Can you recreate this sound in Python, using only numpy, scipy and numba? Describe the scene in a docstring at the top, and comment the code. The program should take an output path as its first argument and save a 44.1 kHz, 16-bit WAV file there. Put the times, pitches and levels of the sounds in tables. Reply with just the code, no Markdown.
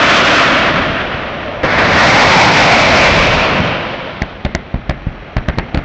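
"""Helicopter rocket attack

An attack helicopter passes low over open hills, its rotors and turbines a chopped wash over light wind.
Two rocket motors roar in turn: turbulent exhaust, crackling with small shocks, howling as they fly off.
Blast waves land, a few early, then a ragged string, each with a crack, a second shock and slope echoes.
A small microphone overloads on the loud peaks."""
import sys
import numpy as np
from scipy import signal
from scipy.fft import rfft, irfft, next_fast_len
from scipy.io import wavfile
from scipy.ndimage import uniform_filter1d
from numba import njit

SR = 44100
rng = np.random.default_rng(int(sys.argv[2]) if len(sys.argv) > 2 else 0)


def persist_wave(psi):
    """Save psi, clipped to +-1, as 16-bit WAV."""
    counts = np.round(np.clip(psi, -1, 1) * 32767).astype(np.int16)
    wavfile.write(sys.argv[1], SR, np.atleast_2d(counts).T)


N = 257544

# helicopter fader: t/s, level/dB
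HELICOPTER_FADER = [(0, -19.5), (4.5, -33.5), (5.84, -29)]
# tone of the rotor wash and turbine exhaust: f/Hz, level/dB
WASH_EQ = [(15, -31.5), (25, 0), (70, 0), (159, -1), (492, -4), (672, -2.5), (1040, -10), (1170, -7.5),
           (2400, -12), (3280, -17.5), (3610, -24), (3880, -22), (5180, -36.5), (5570, -31.5), (7790, -56),
           (10100, -61.5), (17100, -120)]
# tone of the ignition cough: f/Hz, level/dB
COUGH_EQ = [(60, -6), (200, 4), (600, 2.5), (800, -16), (1100, -7), (2200, -21), (3000, -23), (8000, -60)]
# tone of each motor's roar: f/Hz, level/dB
FIRST_ROAR_EQ = [(18, -41.5), (40, -16.5), (90, -6.5), (150, 0), (280, 0), (425, -7.5), (640, -1),
                 (850, -9.5), (1200, -4.5), (2200, -7.5), (3300, -9), (3800, -14), (5760, -22),
                 (7790, -34.5)]
SECOND_ROAR_EQ = [(18, -36.5), (35, -9.5), (90, -1), (170, 0), (390, -6), (560, -2), (960, -4), (1400, -5),
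                  (1700, -7.5), (2300, -8), (2800, -13), (4200, -14), (5620, -18), (7790, -34)]
SECOND_ROCKET_S = 1.633
# rocket flights: lit t/s, fade start t/s, level/dB, fade rate/(dB/s), rumble level/dB, howl peak t/s,
# howl level/dB, starting rasp f/Hz, starting rasp level/dB, rasp growth/(dB/s)
FLIGHTS = [ (-0.3125, 0.4475, -6, 18.5, -7.5, 2.1, 5.5, 1210.5, -0.5, -9.5),
           (SECOND_ROCKET_S, 3.356, -6, 25.4, -0.69, 2.4, 9.6, 1826, -1.3, 2.22), ]
# blast waves: t/s, level/dB, lag of the second shock/ms, dullness/(0-1), second shock level/dB
BLAST_CUES = [ (0.8, -8.5, 10, 0.7, -24), (0.9, -6, 14, 1, -23), (1.1445, -14.5, 18, .4, -16),
              (1.6319, -9, 15, 0.9, -2.5), (1.6976, -23, 22, 0, -16.5), (3.6017, -4, 8.3, 0.2, 1),
              (4.218, 0.5, 13.5, 0.26, -8), (4.4492, 1, 13.2, 0.19, -2), (4.5486, 0.5, 10.2, 0.3, -7),
              (4.7415, 0, 15.8, 0.58, 1.5), (4.894, 3, 14.1, 0.22, -5), (5.068, -1, 17.6, 0.74, -4),
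              (5.3655, 3.5, 15.8, 0.25, 1), (5.484, 2.5, 13.2, 0.19, -2), (5.574, -10, 16, 0.5, -15),
              (5.5836, 2, 11.2, 0.17, -12), (5.7448, 0.5, 11.6, 0.19, -4), (5.7725, 2, 14.5, 0.33, -8), ]
# tone of a blast's crack, and of its echo off the slopes: f/Hz, level/dB
CRACK_EQ = [(200, -10), (400, 1), (620, 13), (1000, -0.5), (1800, 3), (2300, 0.5), (3200, -4.5), (4400, -6),
            (8000, -25)]
SLOPE_EQ = [(30, -6), (60, 0.5), (100, -11.5), (200, -3), (400, -7), (650, -14.5), (1000, -12), (2200, -4),
            (4000, -38.5), (8000, -55.5)]
# whip-like snaps where the sharpest pushes end: t/s, smack level/dB, zing level/dB
SNAP_CUES = [(4.2215, -1, -17), (4.5506, 3.5, 9.5)]


def undb(db):
    """Decibels to gain."""
    return 10 ** (np.asarray(db) / 20)


def unit(x):
    """Scale to rms 1."""
    return x / np.sqrt(np.mean(x ** 2))


def bell(x, centre, width):
    """A smooth hump, 1 at its centre."""
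    return np.exp(-((x - centre) / width) ** 2)


def wobble(rate_hz):
    """Smooth random modulation: glides to a new value rate_hz times a second, rms 1."""
    hold = int(SR / rate_hz)
    steps = np.repeat(rng.standard_normal(N // hold + 1), hold)
    return unit(uniform_filter1d(steps, hold)[:N])


def eq(x, curve):
    """Minimum-phase EQ through the curve's points, so nothing rings ahead of a hit."""
    hz, db = np.transpose(curve)
    size = next_fast_len(len(x) + 4096) * 2
    f = np.maximum(np.arange(size // 2 + 1) * SR / size, 1)
    gain = undb(np.interp(np.log(f), np.log(hz), db))
    cepstrum = irfft(np.log(gain))
    cepstrum[1:size // 2] *= 2
    cepstrum[size // 2 + 1:] = 0
    return irfft(rfft(x, size) * np.exp(rfft(cepstrum)))[:len(x)]


def butter(x, hz, kind, order=2):
    """Butterworth low-pass or high-pass."""
    return signal.sosfilt(signal.butter(order, hz, kind, fs=SR, output="sos"), x)


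def crossover(x, hz):
    """The bands below and above a frequency; they add up to the whole."""
    low = butter(butter(x, hz, "low")[::-1], hz, "low")[::-1]
    return low, x - low


@njit
def resonance(x, hz, width_hz):
    """Sweepable state-variable band-pass, gain 1 at the centre."""
    y, band_state, low_state = np.empty(len(x)), 0., 0.
    for i in range(len(x)):
        g, damping = np.tan(np.pi * hz[i] / SR), width_hz / hz[i]
        band = (band_state + g * (x[i] - low_state)) / (1 + g * (g + damping))
        band_state, low_state = 2 * band - band_state, low_state + 2 * g * band
        y[i] = damping * band
    return y


def wind(breeze_db=-45, buffet_db=-22, gust_db=3):
    """A light breeze, and one deep, uneven buffet as the microphone swings round."""
    strength = undb(breeze_db) + undb(buffet_db) * bell(np.arange(N) / SR, 3.2, .45)
    rumble = butter(butter(rng.standard_normal(N), 62, "low"), 28, "high")
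    return unit(rumble) * strength * undb(gust_db * wobble(4.5))


def helicopter(main_blade_hz=19.5, tail_blade_hz=93, chop=0.069, buzz=0.17, hum_db=-14):
    """Broad rotor and turbine noise, chopped by the main blades and buzzing with the tail rotor."""
    level_db = np.interp(np.arange(N) / SR, *np.transpose(HELICOPTER_FADER))
    drift = 1 + 0.0024 * wobble(2.5)
    main, tail = (2 * np.pi * np.cumsum(hz * drift) / SR for hz in (main_blade_hz, tail_blade_hz))
    blades = 1 + chop * (np.cos(main) + np.cos(2 * main)) + buzz * np.cos(tail)
    wash = unit(eq(rng.standard_normal(N) * blades, WASH_EQ))
    hum = unit(sum(np.sin(k * tail) / k for k in range(1, 4))) * undb(1.1 * wobble(8.3))
    return (wash + undb(hum_db) * hum) * undb(level_db)


def hollow_tone(at_s=1.57, swell_s=0.16, centre_hz=590., width_hz=130., level_db=-25):
    """A hollow, breathy tone swells in the lull before the second launch."""
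    breath = eq(rng.standard_normal(N), FIRST_ROAR_EQ)
    tone = unit(resonance(breath, np.full(N, centre_hz), width_hz))
    return tone * bell(np.arange(N) / SR, at_s, swell_s) * undb(level_db)


def ignition(level_db=-3, attack_ms=3, decay_ms=16):
    """The second motor lights with a short, hoarse cough."""
    ms = np.maximum(np.arange(N) / SR - SECOND_ROCKET_S, 0) * 1000
    envelope = (1 - np.exp(-ms / attack_ms)) * bell(ms, 0, decay_ms)
    return unit(eq(rng.standard_normal(N), COUGH_EQ)) * envelope * undb(level_db)


def exhaust(shocks_per_s=900, crackle_db=-9, spread_db=4.5):
    """Turbulent mixing noise, crackling with the small one-sided shocks of a supersonic jet."""
    hits = rng.random(N) < shocks_per_s / SR
    shocks = hits * undb(spread_db * np.minimum(rng.exponential(size=N), 2))
    return rng.standard_normal(N) + undb(crackle_db) * unit(shocks - shocks.mean())


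def flight_loss(t, lit_s, fade_s, fade_db_per_s, swell_db=8.5, swell_s=0.44, sag_db_per_s=1.33):
    """A motor swells, sags, then fades into the distance: dB lost in all, and to the fade alone."""
    age = np.maximum(t - lit_s, 0)
    swell = swell_db * np.maximum(1 - age / swell_s, 0)
    sag = sag_db_per_s * np.maximum(np.minimum(t, fade_s) - lit_s - swell_s, 0)
    knee_s = 0.12
    fade = fade_db_per_s * knee_s * np.logaddexp(0, (t - fade_s) / knee_s)
    return swell + sag + fade, fade


def howl(roar, t, peak_s, db, rest_hz=540, rise_hz=326, arc_s=0.45):
    """A resonance in the roar rises and sinks once, faint before its peak and lingering after it."""
    arc = bell(t, peak_s, arc_s)
    duck_db = np.where(t < peak_s, -16, -10.5) * (1.5 - arc)
    return resonance(roar, rest_hz + rise_hz * arc, width_hz=150.) * undb(db + duck_db)


def rockets(flutter_db=1.2, rasp_octaves_per_s=0.31, dull_db=-19, rumble_swell_db=9):
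    """Two motors roar in turn; their resonances shift as they fly and the air takes the treble."""
    t = np.arange(N) / SR
    out = np.zeros(N)
    for flight, roar_eq in zip(FLIGHTS, (FIRST_ROAR_EQ, SECOND_ROAR_EQ)):
        (lit_s, fade_s, db, fade_db_per_s, rumble_db,
         howl_s, howl_db, rasp_hz, rasp_db, rasp_db_per_s) = flight
        age = t - lit_s
        loss_db, fade_db = flight_loss(t, lit_s, fade_s, fade_db_per_s)
        roar = unit(eq(exhaust(), roar_eq))
        rasp = resonance(roar, rasp_hz * 2 ** (rasp_octaves_per_s * age), width_hz=800.)
        rasp *= undb(rasp_db + rasp_db_per_s * age)
        rumble, upper = crossover(roar + howl(roar, t, howl_s, howl_db) + rasp, 300)
        body, treble = crossover(upper, 3520)
        # the rumble comes late, blooming 7 dB into the fade
        rumble *= undb(rumble_db + rumble_swell_db * bell(fade_db, 7, 2))
        # the weaker the roar, the duller
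        treble *= undb(dull_db * np.tanh(loss_db / 10.5) + flutter_db * wobble(50))
        body *= undb(flutter_db * wobble(45))
        out += (rumble + body + treble) * undb(db - loss_db) * (age > 0)
    return out


def nearby_echo(x, lag_s=0.00238, gain=0.088, top_hz=1900):
    """One short, inverted reflection gives the roar a hollow colour."""
    t = np.arange(N) / SR
    return x - gain * np.interp(t - lag_s, t, butter(x, top_hz, "low", order=1), left=0)


def shock(ms, push_ms, lag_ms, second_db, dull):
    """A short push, a longer suction and a second shock; the microphone flips the polarity."""
    def lobe(start_ms, rise_ms, decay_ms):
        """A quick rise and an exponential fall."""
        age = np.maximum(ms - start_ms, 0)
        return (1 - np.exp(-(age / rise_ms) ** 2)) * np.exp(-age / decay_ms)
    push = np.abs(np.sin(np.pi * np.minimum(ms / push_ms, 1))) ** (.6 + dull / 2)
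    suction = 0.43 * lobe(push_ms, rise_ms=1.1, decay_ms=8)
    second = 2 * undb(second_db) * lobe(lag_ms, rise_ms=2.27, decay_ms=2.5)
    return -push + suction - second


def ground_scatter(wave, ms, push_ms, decay_ms=14, send_db=-31):
    """Every blast finds its own paths over the rough ground, smearing into a short tail."""
    paths = butter(rng.standard_normal(len(ms)), 900, "low") * (ms > push_ms) * np.exp(-ms / decay_ms)
    return undb(send_db) * butter(signal.fftconvolve(wave, paths)[:len(ms)], 200, "high")


def crack(ms, lag_ms, top_hz, peak_ms=1.39, tail_ms=15):
    """The front tears into quick cracks; their scattered tail and the second shock's are duller."""
    grit = butter(unit(eq(rng.standard_normal(len(ms)), CRACK_EQ)), top_hz, "low", order=3)
    tearing = ms / peak_ms * np.exp(1 - ms / peak_ms)
    tail = undb(-12) * (1 - np.exp(-ms)) * np.exp(-ms / tail_ms)
    second = undb(-13) * bell(ms, lag_ms + 2, 5)
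    return grit * tearing + butter(grit, 2600, "low") * (tail + second)


def slope_echo(x, predelay_s=.016, slap_s=0.03, roll_s=0.16):
    """The hillsides throw back a dense slap and a longer, quieter roll."""
    t = np.arange(SR) / SR
    decay = undb(-35.5) * np.exp(-t / slap_s) + undb(-46.5) * np.exp(-t / roll_s)
    response = eq(rng.standard_normal(SR) * decay * (t > predelay_s), SLOPE_EQ)
    return signal.fftconvolve(x, response)[:N]


def blasts(push_share=0.186, front_hz=2900, crack_hz=8100, dull_octaves=1.8):
    """Each burst sends a blast wave with a cracking front; the ground scatters it, the slopes echo."""
    ms = np.arange(SR // 4) / SR * 1000
    out = np.zeros(N + len(ms))
    for at_s, db, lag_ms, dull, second_db in BLAST_CUES:
        push_ms = push_share * lag_ms
        darken = 2 ** (-dull_octaves * dull)
        wave = butter(shock(ms, push_ms, lag_ms, second_db, dull), front_hz * darken, "low", order=3)
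        wave += ground_scatter(wave, ms, push_ms)
        wave += undb(-4.5 - 23 * dull) * crack(ms, lag_ms, crack_hz * darken)  # dull ones barely crack
        start = int(at_s * SR)
        out[start:start + len(ms)] += undb(db) * wave
    return out[:N] + slope_echo(out[:N])


def snaps():
    """Two blasts carry a whip-like snap: a hard smack and a bright zing, each a few cycles long."""
    t = np.arange(N) / SR
    def ping(at_s, db, hz, width_ms):
        """A short swing of pressure."""
        return undb(db) * np.sin(2 * np.pi * hz * (t - at_s)) * bell(t, at_s, width_ms / 1000)
    return sum(ping(at_s, smack_db, hz=1950, width_ms=0.64) + ping(at_s, zing_db, hz=5200, width_ms=0.19)
               for at_s, smack_db, zing_db in SNAP_CUES)


def scene():
    """Mono mix: rockets and blasts over a bed of helicopter and wind."""
    motors = nearby_echo(rockets() + ignition() + hollow_tone())
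    return (motors + blasts() + snaps() + helicopter() + wind())[None]


def record(dry, ceiling=0.61, rolloff_hz=6600, top_hz=7950):
    """A small microphone flattens loud peaks and loses the deepest bass and the top."""
    x = butter(dry, 17, "high", order=1)
    x = x / (1 + (x / ceiling) ** 4) ** (1 / 4)  # soft saturation
    x = butter(x, 18, "high", order=1)
    x = butter(x, rolloff_hz, "low", order=4)
    return signal.sosfilt(signal.ellip(10, .2, 80, top_hz, fs=SR, output="sos"), x)


dry = scene()
out = record(dry)
persist_wave(out)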